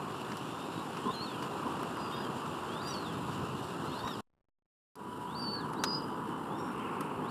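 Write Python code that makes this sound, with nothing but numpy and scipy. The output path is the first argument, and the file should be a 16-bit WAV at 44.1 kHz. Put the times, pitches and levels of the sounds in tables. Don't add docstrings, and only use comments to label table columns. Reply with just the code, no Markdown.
import sys
import numpy as np
from scipy import signal
from scipy.io import wavfile
from scipy.ndimage import uniform_filter1d

SR = 44100
rng = np.random.default_rng(int(sys.argv[2]) if len(sys.argv) > 2 else 0)


def materialize(psi):
    bounded = np.clip(np.atleast_2d(psi).T, -1, 1)
    quanta = np.round(bounded * 32767).astype(np.int16)
    wavfile.write(sys.argv[1], SR, quanta)


def volts(x):
    e = np.asarray(x, float) / 20
    return 10 ** e


N = 321930
TIME = np.arange(N) / SR
MUTE_S, BACK_S = 4.207, 4.955


def evened(x):
    return x / np.sqrt(np.mean(x ** 2) + 1e-20)


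def read(points, hz):
    f, value = np.transpose(points)
    return np.interp(np.log(hz + 1), np.log(f + 1), value)


def add(mix, s, sound):
    part = mix[round(s * SR):][:len(sound)]
    part += sound[:len(part)]


def resonate(x, hz, width):
    turn = np.exp(2j * np.pi * hz * np.arange(len(x)) / SR)
    r = np.exp(-np.pi * width / SR)
    smoothed = signal.lfilter([1 - r], [1, -r], x / turn)
    return 2 * (turn * smoothed).real


def swells(rows, t):
    return sum(db * np.exp(-((t - s) / half) ** 2) for s, half, db in rows)


def wobble(count, size):
    once = uniform_filter1d(rng.standard_normal(count), size)
    return evened(uniform_filter1d(once, size))


def noise(field_db):
    a, b = rng.standard_normal((field_db.shape[1], 513, 2)).T
    spectra = (a + 1j * b) * volts(field_db)
    return evened(signal.istft(spectra, nperseg=1024, noverlap=768)[1][:N])


def voice(rows, jitter, flutter_db):
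    s, hz, *levels = np.transpose(rows)
    t = np.arange(s[0], s[-1], 1 / SR)
    pitch_hz = np.interp(t, s, hz) * (1 + jitter * wobble(len(t), size=90))
    phase = 2 * np.pi * np.cumsum(pitch_hz) / SR
    edge = np.clip(np.minimum(t - s[0], s[-1] - t) / .002, 0, 1)
    shape = np.sqrt(2) * edge * volts(flutter_db * wobble(len(t), size=200))
    return s[0], phase, shape, [np.interp(t, s, column) for column in levels]


def arch(crest, climb, fall, low_db):
    foot_hz, break_hz, return_hz, foot_db = 2900, 3800, 3680, -5
    leap = crest[0][0] - .01
    drop = crest[-1][0] + .018
    rows = list(crest)
    if climb > 0:
        rows = [(leap - climb, foot_hz, low_db + foot_db), (leap, break_hz, low_db)] + rows
    if fall > 0:
        rows += [(drop, return_hz, low_db), (drop + fall, foot_hz, low_db + foot_db)]
    return rows


def whistle(rows, second_db, hoarse):
    s, phase, shape, (level_db,) = voice(rows, jitter=.003, flutter_db=1.8)
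    count = len(phase)
    hz = np.gradient(uniform_filter1d(phase, 400)) * SR / (2 * np.pi)
    effort_db = np.clip(.03 * (hz - hz.max()), -14, 0) + 2.5 * wobble(count, size=300)
    third_db = -9
    overtones = np.sin(2 * phase) + volts(third_db) * np.sin(3 * phase)
    overtones *= volts(second_db + effort_db)
    breathy = .35
    rasp = 1 + hoarse * (wobble(count, size=80) + breathy * wobble(count, size=14))
    air = .7 * hoarse * wobble(count, size=36) * np.sin(.92 * phase)
    return s, shape * volts(level_db) * (rasp * (np.sin(phase) + overtones) + air)


def reedy(rows, open_s, half, fourth_db):
    buzz_db = [-24, -19, -21.5]
    # multiple of the fundamental, partial followed (0-2 for 2, 3 or 4), level/dB against it
    weak_tones = [(1, 0, -9), (5, 2, -7)]
    s, phase, shape, (second_db, third_db) = voice(rows, jitter=.008, flutter_db=2.2)
    shut_db = -22
    bill_db = shut_db - swells([(open_s, half, shut_db)], s + TIME[:len(phase)])
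    levels = [second_db]
    for db in (third_db, fourth_db + bill_db):
        levels.append(db + 2.5 * wobble(len(phase), size=150))
    strong = sum(volts(db) * np.sin((k + 2) * phase) for k, db in enumerate(levels))
    buzz = sum(volts(second_db + db) * np.sin((k + 6) * phase) for k, db in enumerate(buzz_db))
    weak = sum(volts(levels[col] + db) * np.sin(k * phase) for k, col, db in weak_tones)
    return s, shape * (strong + buzz + weak)


def glide(start, length, from_hz, to_hz, db):
    # share of the length, level/dB
    envelope = [(0, -6), (.55, 0), (.8, 0), (1, -6)]
    return [(start + share * length, from_hz + share * (to_hz - from_hz), db + lift_db)
            for share, lift_db in envelope]


def far_note(rows):
    s, phase, shape, (level_db,) = voice(rows, jitter=0.018, flutter_db=4.5)
    return s, shape * volts(level_db) * np.sin(phase)


def reeds(x):
    grid = np.arange(400, 12000, 20)
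    taps = np.zeros(12020)
    signs = rng.choice([-1., 1.], len(grid))
    taps[grid + rng.integers(0, 20, len(grid))] = signs * volts(-60 * TIME[grid] / .36)
    leaves = .22
    flutter = evened(1 - leaves + leaves * wobble(N, size=60))
    echoes = signal.fftconvolve(x, taps / np.linalg.norm(taps))[:N]
    return x + volts(-11) * flutter * echoes


def bird_calls():
    # t/s, f/Hz, level/dB
    crests = [
        [(1.142, 4240, -45), (1.165, 4090, -50), (1.215, 4220, -45), (1.228, 4430, -44), (1.258, 4330, -48)],
        [(1.95, 4920, -67), (2.04, 4890, -55), (2.085, 4700, -59), (2.125, 4800, -66), (2.15, 4870, -59),
         (2.2, 4950, -59), (2.24, 4850, -62), (2.27, 4650, -72)],
        [(2.82, 4680, -53), (2.845, 4660, -60), (2.86, 4720, -51), (2.88, 4830, -46), (2.895, 4790, -49),
         (2.905, 4740, -59), (2.92, 4650, -51), (2.94, 4540, -48), (2.96, 4460, -53), (2.985, 4380, -48),
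         (3.005, 4260, -57), (3.042, 4050, -59)],
        [(3.95, 3980, -56), (3.966, 4120, -53), (3.98, 4240, -58), (3.995, 4340, -57), (4.008, 4320, -63)],
        [(5.355, 4520, -52), (5.4, 4690, -46), (5.47, 4520, -42), (5.5, 4490, -40), (5.535, 4540, -42),
         (5.565, 4450, -42), (5.595, 4200, -53)],
        [(5.79, 4540, -52), (5.825, 4720, -56), (5.84, 4800, -62), (5.855, 4880, -45), (5.872, 4990, -39),
         (5.89, 4900, -40), (5.93, 4925, -38), (5.97, 4960, -39), (5.982, 4880, -48), (5.992, 4820, -62),
         (6.0, 4700, -54), (6.008, 4200, -63), (6.02, 3600, -68)],
        [(7.294, 4450, -60), (7.3, 4520, -60)],
    ]
    # climb/s, slide/s, low register level/dB, second partial/dB, hoarseness 0-1
    timbres = [(.13, .125, -53, -26, .08), (0, 0, -60, -28, .2), (.15, .085, -53, -14, .16),
               (.045, 0, -54, -22, .25), (.095, .045, -59, -23, .03), (0, 0, -70, -40, .2),
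               (.07, 0, -62, -25, .1)]
    # t/s, length/s, from f/Hz, to f/Hz, level/dB
    peeps = [(0.468, 0.22, 3480, 3750, -61), (.7, 0.13, 3780, 3870, -59.5),
             (1.419, 0.0335, 2902, 2950, -51), (2.098, .09, 3180, 3330, -56.5),
             (3.054, 0.014, 3730, 3640, -54), (3.971, 0.02, 4530, 4800, -61),
             (3.987, 0.025, 4800, 4200, -54), (4.015, 0.036, 4480, 4620, -62.5),
             (3.126, .045, 3700, 3610, -63), (5.407, 0.051, 5330, 5100, -59),
             (5.759, 0.036, 3720, 4020, -58.5), (6.07, 0.084, 3020, 3050, -64),
             (6.224, 0.18, 3020, 3000, -62.5), (6.763, 0.058, 2620, 3210, -60),
             (6.811, 0.069, 3230, 2618, -56.5)]
    # second partial/dB, hoarseness 0-1
    peep_timbre = (-30, .3)
    # t/s, f/Hz, second partial level/dB, third partial level/dB
    reedy_calls = [
        [(1.11, 1776, -53.5, -76), (1.148, 1660, -55, -69), (1.2, 1390, -57, -85)],
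        [(2.122, 1830, -56, -84), (2.13, 1840, -50, -84), (2.148, 1840, -52, -84), (2.168, 1830, -70, -84),
         (2.185, 1830, -57, -84), (2.2, 1820, -72, -84), (2.215, 1820, -50, -78), (2.225, 1720, -68, -74),
         (2.238, 1660, -50, -66), (2.244, 1620, -58, -65), (2.25, 1570, -49, -63), (2.26, 1560, -64, -66),
         (2.27, 1570, -48, -70), (2.28, 1540, -66, -80)],
        [(2.83, 1776, -62, -80), (2.85, 1800, -55, -78), (2.865, 1850, -64, -72), (2.882, 1900, -58, -54),
         (2.905, 1935, -53, -50), (2.922, 1910, -55, -53), (2.93, 1860, -66, -70), (2.94, 1760, -64, -51),
         (2.946, 1680, -53, -68), (2.96, 1540, -53, -76), (2.975, 1400, -58, -80)],
        [(3.82, 1930, -70, -85), (3.875, 2060, -60, -76), (3.9, 2125, -57, -80), (3.95, 2150, -64, -85)],
        [(3.99, 1790, -58, -82), (4.003, 1800, -52, -80), (4.024, 1840, -54, -78), (4.032, 1850, -66, -74),
         (4.05, 1870, -54, -60), (4.078, 1897, -49, -63), (4.1, 1875, -49, -66), (4.118, 1821, -52, -61),
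         (4.136, 1694, -52, -53), (4.146, 1610, -55, -58), (4.16, 1478, -58, -70)],
        [(6.5, 1640, -63, -85), (6.56, 1800, -63, -80), (6.58, 1835, -74, -64), (6.6, 1845, -62, -59),
         (6.615, 1845, -74, -64), (6.635, 1840, -74, -72), (6.645, 1840, -74, -63), (6.655, 1840, -76, -72),
         (6.665, 1840, -78, -63), (6.69, 1835, -80, -67), (6.715, 1830, -82, -72)],
    ]
    # t/s, half length/s, fourth partial level/dB
    bill_openings = [(1.135, .035, -63), (2.25, .03, -78), (2.9, .065, -59), (3.86, .04, -78),
                     (4.075, .04, -62), (6.63, .05, -68)]
    # t/s, length/s, from f/Hz, to f/Hz, level/dB
    far_notes = [(2.147, 0.075, 1656, 1622, -52.5), (5.537, 0.09, 1630, 1674, -53)]
    birds = np.zeros(N)
    for crest, (climb, fall, low_db, second_db, hoarse) in zip(crests, timbres):
        add(birds, *whistle(arch(crest, climb, fall, low_db), second_db, hoarse))
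    for row in peeps:
        add(birds, *whistle(glide(*row), *peep_timbre))
    for rows, opening in zip(reedy_calls, bill_openings):
        add(birds, *reedy(rows, *opening))
    for row in far_notes:
        add(birds, *far_note(glide(*row)))
    return birds


def tick(*band_dbs):
    # f/Hz, width/Hz, t60/s
    bands = [(1104, 730, 0.048), (4200, 3800, 0.043), (10440, 3900, 0.0206)]
    t = TIME[:3000]
    bursts = rng.standard_normal((len(t), 4)).T * np.clip(t / 0.00179, 0, 1)
    bursts *= 1 + 0.52 * np.exp(-t / 0.00064)
    bursts *= 1 - .6 * np.cos(2 * np.pi * t / .0028)
    parts = []
    for burst, db, (hz, width, t60) in zip(bursts, band_dbs + band_dbs[-1:], [*bands, bands[-1]]):
        ring = resonate(resonate(burst, hz, width), hz, width)
        parts.append(evened(ring) * volts(db - 60 * t / t60))
    low, middle, top, unlike = parts
    return low + middle + top, 0.4 * unlike


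def ticks():
    # t/s, knock level/dB, snap level/dB, fizz level/dB
    tick_rows = [(0.318, -35, -44, -66.5), (0.369, -54, -47, -43), (0.969, -41, -46, -75),
                 (1.424, -35, -45, -53.5), (1.8296, -34, -59, -47), (1.9094, -61, -58, -56.5),
                 (1.9692, -37, -58, -49), (2.4613, -36.5, -56, -65.5), (3.1824, -54, -59.5, -53),
                 (3.485, -52.5, -57, -64.5), (3.5647, -48, -53.5, -61), (3.8796, -59, -57.5, -66.5),
                 (4.0746, -31.5, -44, -62), (4.955, -47, -50, -39), (5.7275, -62.5, -63.5, -56.5),
                 (5.7333, -40.5, -52, -48), (5.8369, -24.5, -25, -34.5), (7.007, -35, -47, -38.5)]
    shared, side = np.zeros((2, N))
    for s, *band_dbs in tick_rows:
        both, unlike = tick(*band_dbs)
        add(shared, s, both)
        add(side, s, unlike)
    return shared, side


def grunt(level_db, hz, length):
    ring_tones = [(.21, -6.5), (0.418, -6.5), (1, -2)]
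    puff = rng.standard_normal(round(length * SR))
    rings = 0
    for share, db in ring_tones:
        ring = resonate(resonate(puff, share * hz, 79), share * hz, 79)
        rings = rings + volts(db) * evened(ring)
    return volts(level_db - 8.0) * rings * signal.windows.tukey(len(puff), .6)


def grunts():
    # t/s, level/dB before a common 8 dB cut, top ring f/Hz, length/s
    grunt_rows = [(1.039, -25.5, 1023, 0.081), (1.644, -27.5, 1032, 0.039), (4.015, -32, 1020, 0.082)]
    out = np.zeros(N)
    for s, *row in grunt_rows:
        add(out, s, grunt(*row))
    return out


def thud():
    # t/s, peak level/dB, length/s
    s, peak_db, length = (4.037, -33.5, 0.009)
    out = np.zeros(N)
    add(out, s, volts(peak_db) * np.hanning(round(length * SR)))
    return out


def hum():
    # t/s, half length/s, lift/dB
    hum_swell = [(5.3, .65, 10)]
    turns = np.cumsum(981 + 3.0 * wobble(N, size=2000)) / SR
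    level_db = -57 + swells(hum_swell, TIME) + 2.5 * wobble(N, size=1500)
    return np.sqrt(2) * volts(level_db) * np.sin(2 * np.pi * turns)


def roar():
    # f/Hz, relative level/dB per Hz
    colour_before = [(29, -56), (50, -52.5), (108, -2), (203, 0), (371, -1.5), (615, -10.5), (1020, -3),
                     (1360, -7.5), (2110, -26), (2880, -19.5), (6090, -30.5), (7210, -29.5), (10100, -32),
                     (13200, -39), (16000, -47.5)]
    colour_after = [(29, -61.5), (50, -24.5), (193, 1), (450, -4), (630, -17), (950, -3), (1330, -9.5),
                    (1910, -24.5), (2490, -24), (3030, -26), (3410, -33), (6550, -42), (8000, -37.5),
                    (9870, -38), (14900, -47.5), (16000, -56.5)]
    # t/s, level/dB
    course = [(0.0, -40.5), (0.93, -40), (1.8, -37.5), (2.13, -38.5), (4.0, -39.5), (5.1, -42),
              (5.32, -40.5), (5.62, -37.5), (7.3, -36.5)]
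    # f/Hz, relative level/dB per Hz
    hiss_colour = [(5060, -27.5), (8600, -24), (8930, -8.5), (9600, -1.5), (13000, -5.5), (15300, -12.5),
                   (16300, -27.5)]
    # f/Hz, depth
    throbs = [(53, .08), (64, .07), (117, .06)]
    # t/s, half length/s, lift/dB
    rumble_swells = [(1.5, 2.5, -1.5), (3.35, 0.21, 12.5), (5.3, 0.45, 3.5)]
    # t/s, half length/s, lift/dB
    rustle_swells = [(0, 1.5, 0.5), (5.8, 1.706, -11), (6.88, .25, 9)]
    # f/Hz, width/Hz, lift/dB
    housing = [(6320, 513, -4.5), (2780, 276, 6), (7240, 460, 3)]
    treble_even_db = (-40.5, -37.5)

    hz = np.fft.rfftfreq(1024, 1 / SR)[:, None]
    t = np.arange(N // 256 + 5) * 256 / SR
    s, level_db = np.transpose(course)
    steady_db = np.where(t < BACK_S, *treble_even_db) - np.interp(t, s, level_db)
    grain = rng.standard_normal((len(t), 513)).T
    patches = evened(uniform_filter1d(uniform_filter1d(grain, 12, 0), 14, 1))
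    colour_db = np.where(t < MUTE_S + .3, read(colour_before, hz), read(colour_after, hz))
    rumble = 1 / (1 + (hz / 150) ** 4)
    treble = 1 / (1 + (2200 / (hz + 1)) ** 4)
    flicker_db = 1.0 * treble * wobble(len(t), size=3)
    lift_db = rumble * swells(rumble_swells, t)
    lift_db += treble * steady_db
    lift_db += np.exp(-((hz - 2400) / 450) ** 2) * swells(rustle_swells, t)
    lift_db += sum(db * np.exp(-((hz - f) / w) ** 2) for f, w, db in housing)
    throb = 1 + sum(depth * np.sin(2 * np.pi * (f * TIME + 0.24 * wobble(N, size=4000)))
                    for f, depth in throbs)
    course_db = np.interp(TIME, s, level_db)
    mid = noise(colour_db + lift_db + flicker_db + 1.025 * patches) * throb * volts(course_db)
    hiss_db, width_db = -70.5, -34
    side = noise(read(hiss_colour, hz) + flicker_db) * volts(hiss_db)
    side += noise(colour_db + 16.0 * patches) * volts(course_db + width_db)
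    return np.array([mid + side, mid - side])


def scene():
    shared, side = ticks()
    unechoed = shared + grunts() + thud()
    return reeds(bird_calls()) + unechoed + np.array([side, -side]) + hum() + roar()


def settling():
    # t/s, full scale
    offset = [(4.22, -.0003), (4.42, 0), (4.51, .00006), (4.58, .00005), (4.68, 0)]
    # from t/s, to t/s, count, nominal peak level/dB, up or down (1, -1)
    runs = [(4.267, 4.31, 5, -70.5, 1), (4.322, 4.422, 15, -70, 1), (4.45, 4.505, 5, -71, 1),
            (4.582, 4.676, 5, -75.5, -1)]
    t = TIME[:400]
    spike = t / 0.00024 * np.exp(1 - t / 0.000206)
    spike += 0.61 * np.exp(-t / 0.0023) * (1 - np.exp(-t / 0.00039))
    out = np.interp(TIME, *np.transpose(offset)) * (TIME > MUTE_S)
    for start, end, count, peak_db, way in runs:
        stray, size = rng.uniform(-1.9, 1, (count, 2)).T
        times = np.linspace(start, end, count) + stray * (end - start) / count
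        for s, db in zip(times, peak_db + 4.5 * size):
            add(out, s, way * volts(db) * spike)
    return out


def low_pass(x):
    return signal.sosfilt(signal.butter(12, 16480, fs=SR, output="sos"), x)


def record(dry):
    # time after the mute t/s, gain level/dB
    fade_in = [(0, -12), (0.045, -3), (0.06, -4), (.15, 0)]
    microphone = signal.butter(3, [61.6, 17000], "band", fs=SR, output="sos")
    band = signal.sosfilt(microphone, dry)
    band = signal.sosfilt(signal.cheby2(12, 60, 16300, fs=SR, output="sos"), band)
    since = np.maximum(TIME - MUTE_S, 0)
    linger_db = -28 - 700 * since
    shut_db = np.maximum(np.maximum(-9000 * since, linger_db), -200)
    after, fade_db = np.transpose(fade_in)
    gain_db = np.where(TIME < BACK_S, shut_db, np.interp(TIME - BACK_S, after, fade_db))
    mix = band * volts(gain_db) + settling()
    return low_pass(mix)


dry = scene()
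out = record(dry)
materialize(out)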